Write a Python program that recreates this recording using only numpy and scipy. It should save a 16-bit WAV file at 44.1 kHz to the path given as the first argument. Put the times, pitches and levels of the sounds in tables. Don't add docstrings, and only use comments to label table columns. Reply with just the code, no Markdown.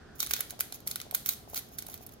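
import sys
import numpy as np
from scipy import signal
from scipy.fft import rfft, irfft
from scipy.io import wavfile
from scipy.ndimage import uniform_filter1d

SR = 44100
rng = np.random.default_rng(int(sys.argv[2]) if len(sys.argv) > 2 else 0)


def log_audio(samples):
    frames = np.atleast_2d(samples).T
    limited = np.clip(frames, -1, 1)
    pcm = np.round(limited * 32767).astype(np.int16)
    wavfile.write(sys.argv[1], SR, pcm)


N = 97020


def undb(db):
    return 10 ** (np.asarray(db) / 20)


def unit(x):
    return x / np.sqrt(np.mean(x ** 2) + 1e-20)


def curve(points, f):
    p = np.array(points, float)
    return np.interp(np.log(f + 1), np.log(p[:, 0]), p[:, 1])


def freqs(size):
    return np.arange(size // 2 + 1) * SR / size


def bump(f, hz, width_hz):
    return 1 / (1 + (2 * (f - hz) / width_hz) ** 2)


def causal(gain):
    cepstrum = irfft(np.log(gain + 1e-5))
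    half = len(cepstrum) // 2
    cepstrum[1:half] *= 2
    cepstrum[half + 1:] = 0
    return np.exp(rfft(cepstrum))


def add(out, start, x):
    i = max(int(start * SR), 0)
    part = out[..., i:i + x.shape[-1]]
    part += x[..., :part.shape[-1]]


def swells(rows, taper):
    outline = np.zeros(N)
    for start, length, db in rows:
        add(outline, start, undb(db) * signal.windows.tukey(int(length * SR), taper))
    return outline


def noise_pair(size, unlike=.35):
    shared, side = rng.standard_normal((2, size))
    return np.array([shared + unlike * side, shared - unlike * side])


def pan(db):
    return unit(undb(np.array([[db], [-db]]) / 2))


def background():
    # f/Hz, relative level/dB
    tone_colour = [(15, -13), (25, -9.5), (70, -1), (229, -4), (591, -14), (775, -11.5), (863, -20),
                   (1400, -20), (2160, -28.5), (2350, -28.5), (3430, -26.5), (4370, -29.5), (4740, -27),
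                   (5140, -29.5), (16000, -50.5)]
    # f/Hz, level/dB
    hum_tones = [(59.6,-71),(119.8,-67.5),(239.7,-71.5),(359.5,-72),(420,-69.5)]
    t, f = np.arange(N) / SR, freqs(N)
    mid, side, hiss = rfft(rng.standard_normal((3, N)))
    width = np.clip(f / 500, .3, 1)
    stereo = mid + np.array([[1], [-1]]) * width * side
    tone = unit(irfft(stereo * undb(curve(tone_colour, f))))
    hum = sum(undb(db) * np.sqrt(2) * np.sin(2 * np.pi * (hz * t + rng.random())) for hz, db in hum_tones)
    swish = unit(irfft(hiss * bump(f, hz=1520, width_hz=560)))
    swish *= np.clip((.22 - t) / .085, 0, 1)
    return (undb(-54) * tone + hum + undb(-62) * swish) * pan(-1.06)


def floor_thuds():
    # t/s, level/dB, length/s
    thuds = [(.0,-57.5,0.14),(0.269,-52,0.063)]
    rumble = unit(irfft(rfft(rng.standard_normal(N)) * bump(freqs(N), hz=59, width_hz=45)))
    return rumble * swells([(start, length, db) for start, db, length in thuds], taper=.5)


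def wing_crinkle(beat_hz=127.1, clicks_per_s=3000):
    # t/s, length/s, relative level/dB
    spells = [(0.145,0.036,-54),(0.175,0.092,-36.5),(0.283,0.046,-37),(0.31,0.11,-40),(0.481,0.05,-48),(0.596,0.025,-31),(0.731,0.037,-41),(0.851,0.1,-40),(1.008,0.011,-46),(1.138,0.01,-33.5),(1.242,0.081,-36),(1.294,0.058,-36.5),(1.476,0.056,-49.5),(1.523,0.026,-42.5),(1.544,0.063,-33.5),(1.683,.015,-51),(1.7,0.074,-52),(1.768,0.047,-44),(1.85,0.14,-47.5),(2.002,0.051,-49),(2.105,0.05,-53.5)]
    # f/Hz, relative level/dB
    colour = [(300,-86),(900,-7),(1500,-9.5),(2600,-3.5),(4000,-10.5),(6500,0),(8500,-16.5),(11000,0),(14000,5),(16000,-2)]
    wander = unit(uniform_filter1d(rng.standard_normal(N), size=900))
    cycles = np.cumsum(beat_hz * (1 + .175 * wander)) / SR
    beat = 1 + .1 * np.sin(2 * np.pi * cycles)
    click_db = 3 * np.minimum(rng.exponential(size=N), 3)
    clicks = (rng.random(N) < clicks_per_s / SR) * undb(click_db)
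    spectrum = rfft(noise_pair(N) * clicks * beat) * causal(undb(curve(colour, freqs(N))))
    return unit(irfft(spectrum)) * swells(spells, taper=.7) * undb(-2.5) * pan(-2.5)


def wing_strikes(size=2048, bend=.053):
    # t/s, relative treble level/dB, middle over treble/dB, bass over treble before a lift/dB,
    # left minus right/dB, bounce delay/s, bounce over snap/dB
    hits = [(0.2031, -27, -1, -16.5, -7.5, 0.0024, -8), (0.2226, -34, -9.0, -16, 7, 0.0039, -10),
            (0.2277, -28.5, -6.5, -10, -7, 0.0016, 5.5), (0.2633, -38.5, -1, -15.0, -4, 0.0011, -2),
            (0.2697, -39.5, -2, -7.5, -9, 0.0015, -2.0), (0.3095, -29.0, -4.5, -6.5, -5, 0.0024, -14),
            (0.3121, -34, -7, -9.5, -16, 0.0029, -4.0), (0.3355, -25, 0.5, -7.5, -5.5, 0.0021, -4.5),
            (0.3638, -39.5, -1, -1, -6, 0.0011, -8), (0.3921, -41, -11, -19, 9, 0.0013, -9),
            (0.4045, -34, -12, -11.5, 8, 0.0019, 0), (0.4067, -27, -9.0, -10.5, -14, 0.0013, 0),
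            (0.499, -50.5, 5.5, -15, -19, 0.004, -13), (0.5063, -38, -3, -8.0, -7.5, 0.0011, -5),
            (0.5919, -43, -3.5, -9, -3, 0.00085, -1.0), (0.6057, -24, -10, -12, -2, 0.0015, 11),
            (0.7234, -38.0, -0.5, -12.5, -4, 0.0014, -2), (0.8033, -51, -7, -13.0, -10, 0.00096, -1),
            (0.8737, -27.5, -9.5, -18.5, -2.5, 0.0034, -1.5), (0.9118, -34, -0.5, -11.5, -5, 0.0024, 0),
            (0.9583, -31.5, -5, -10, -5, 0.00053, -17), (1.0008, -41.5, -0.5, -4.5, -2.0, 0.00077, -3),
            (1.0152, -41.5, 1, -7.5, -2, 0.0016, -15), (1.1109, -36.5, -8, -12.5, -8, 0.0011, -11),
            (1.148, -21, -9.5, -17.5, -3.5, 0.0035, -3.5), (1.2605, -28.0, -8.0, -12.5, -8, 0.004, -19),
            (1.2894, -20.5, -9.5, -19.5, -3.0, 0.0019, 2.5), (1.4992, -47, -23, -25, 1, 0.0014, -6),
            (1.5441, -34.5, -7.0, -16, -5, 0.002, 3), (1.5606, -45.5, 1, -6, 11, 0.00091, 6),
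            (1.5679, -39.5, 4.5, -7.5, -6.5, 0.0014, -3), (1.5752, -34, -7, -12.5, 1.5, 0.0012, 5),
            (1.5906, -36.5, -13.0, -22.0, -1, 0.0017, -3), (1.7849, -33.5, -5.5, -15, -6.0, 0.0015, 0.5),
            (1.7895, -37, -7, -22.0, -3.0, 0.00045, -3), (1.823, -40.5, -6.0, -10, -5, 0.0011, -3),
            (1.8656, -41.0, -9.0, -15, -5.5, 0.0027, 3), (1.8851, -45, -13.0, -10, -11, 0.0014, 5),
            (1.898, -46, -6, -18.0, -7, 0.0015, -3), (1.918, -50, -14, -10, -6.0, 0.0022, -4.0),
            (1.9333, -54, 1, -17, 1, 0.00058, -8), (1.9415, -38, -8.5, -12.5, -5.0, 0.0007, -11),
            (1.9764, -51.5, -2.0, -17, -11, 0.00068, -3.0), (2.0643, -44.0, -13, -21, -1, 0.0023, -19),
            (2.067, -47, -9, -24.0, -10, 0.0023, -3), (2.09, -52, -7, -11, -6, 0.0023, 0.0),
            (2.1212, -54.5, -6, -22, -12, 0.003, -9), (2.1353, -57, -15, -20, -4.0, 0.001, -6)]
    # f/Hz, width/Hz, height/dB
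    resonances = [(1450,280,13),(2213,130,9),(3820,1630,-1.5),(4410,200,5),(6160,430,2.5),(11240,810,20.5),(13020,1140,24),(14250,1100,16.5)]
    lead_s, span_s = .004, .005
    gain_db, bass_lift_db, room_db = .5, 3, 2
    direct, spread = np.zeros((2, N)), np.zeros(N)
    t, f = np.arange(size) / SR - lead_s, freqs(size)
    bass, below_treble = (1 / (1 + (f / hz) ** 12) for hz in (3130, 7410))
    bands = np.array([1 - below_treble, below_treble - bass, bass]).clip(0)
    thin = f ** 2 / (f ** 2 + 670 ** 2)

    def fade(age, decay_s):
        return (age >= 0) * np.exp(-abs(age) / decay_s)

    def balance(spectrum, db):
        power = 2 * bands @ abs(spectrum) ** 2 / (size * span_s * SR)
        return irfft(spectrum * causal((undb(db) / np.sqrt(power)) @ bands))

    for start, db, middle_db, bass_db, pan_db, bounce_s, bounce_db in hits:
        bends = 1 + bend * rng.standard_normal(len(resonances))
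        peaks = sum(undb(peak_db) * bump(f, hz * shift, width)
                    for (hz, width, peak_db), shift in zip(resonances, bends))
        lead_in = undb(-23) * fade(-t, .001)
        snap = fade(t, .0005)
        bounce = undb(bounce_db) * fade(t - bounce_s, .0007)
        scatter = undb(-15) * fade(t, .0022)
        burst = noise_pair(size) * (lead_in + snap + bounce + scatter)
        ringing = rfft(burst) * causal((1 + peaks) * thin)
        levels = gain_db + db + np.array([0, middle_db, bass_db + bass_lift_db])
        add(direct, start - lead_s, np.array([balance(side, levels) for side in ringing]) * pan(pan_db))
        all_directions = causal((1 + peaks) ** .25 * thin)
        add(spread, start, balance(all_directions, levels + room_db))
    return direct, spread


def lamp_base():
    # t/s, level/dB
    knocks = [(.203,-42),(.336,-49),(1.290,-46),(1.568,-51)]
    # f/Hz, relative level/dB, time to fade by 60 dB/s
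    tones = [(3780,0,0.19),(3860,3.5,0.18),(4370,2,.15)]
    out, t = np.zeros((2, N)), np.arange(SR // 3) / SR
    for start, knock_db in knocks:
        for hz, db, t60 in tones:
            ring = np.sin(2 * np.pi * (hz * t + rng.random((2, 1))))
            add(out, start, undb(knock_db + db) * ring * np.exp(-np.log(1000) * t / t60))
    return out


def floor_taps(rise_s=.00075, gain_db=4.5):
    # t/s, relative level/dB, f/Hz
    taps = [(.337,-51,646),(.392,-50,650),(.527,-51.5,630),(.537,-53,700),(.592,-52,580),(.607,-56,794),(.724,-52.5,720),(.868,-49.5,640),(1.056,-56,694),(1.066,-52.5,640),(1.126,-46,680),(1.140,-51,650),(1.476,-52,710),(1.533,-44,707),(1.717,-56.5,700),(1.848,-56,680),(1.888,-49,735),(2.008,-53,660)]
    out, t = np.zeros(N), np.arange(SR // 40) / SR
    outline = 2 * t / rise_s * np.exp(1 - t / rise_s)
    for start, db, hz in taps:
        add(out, start, undb(db + gain_db) * outline * np.sin(2 * np.pi * hz * t))
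    return out


def floor_reflection(x):
    # f/Hz, width/Hz, level/dB
    dips = [(990,156,-7),(1840,200,-1),(2777,223,-5.5)]
    dip_db = sum(db * bump(freqs(N), hz, width) for hz, width, db in dips)
    return irfft(rfft(x) * causal(undb(dip_db)))


def microphones(x, lag_s=.0002803):
    # f/Hz, left minus right/dB
    left_over_right = [(500,4),(1600,4),(3000,8.5),(4800,9),(6500,-7),(8200,19),(10300,-45.5),(11500,-4),(13500,5),(16000,-12.5)]
    f = freqs(N)
    tilt = undb(curve(left_over_right, f))
    even_power = np.sqrt(2 / (1 + tilt ** 2))
    left = causal(tilt * even_power)
    right = causal(even_power) * np.exp(-2j * np.pi * f * lag_s)
    return irfft(rfft(x) * np.array([left, right]))


def room_echo(x, size=32768, delay_s=.002, build_s=.0027, early_s=.006):
    # f/Hz, level/dB
    bands = [(500,-14),(1400,-11.5),(2600,-10.5),(3900,-8),(5200,-11.5),(6800,-13),(8500,-13),(12000,-12),(15500,-18)]
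    t, f = np.arange(size) / SR, freqs(size)
    noise, tail = rfft(rng.standard_normal((2, size))), 0
    build = 1 - np.exp(-np.maximum(t - delay_s, 0) / build_s)
    for hz, db in bands:
        band = curve([(centre, centre == hz) for centre, _ in bands], f)
        t60 = .45 / (1 + (hz / 23000) ** 2)
        tail += undb(db) * irfft(noise * band) * unit(build * np.exp(-np.log(1000) * t / t60))
    early = unit(rng.standard_normal((2, size)) * (t > delay_s) * np.exp(-t / early_s))
    echo = (tail + undb(-12) * early) / np.sqrt(size)
    return signal.fftconvolve(x[None], echo, axes=1)[:, :N]


def scene():
    snaps, spread = wing_strikes()
    crinkle, taps = wing_crinkle(), floor_taps()
    direct = microphones(floor_reflection(snaps + crinkle) + taps)
    echo = room_echo(floor_reflection(spread + crinkle.mean(0)) + 2 * undb(1.5) * taps)
    return direct + lamp_base() + echo + background() + floor_thuds()


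def record(dry, top_hz=16100):
    return signal.sosfilt(signal.ellip(8, .2, 70, top_hz, fs=SR, output="sos"), dry)


dry = scene()
out = record(dry)
log_audio(out)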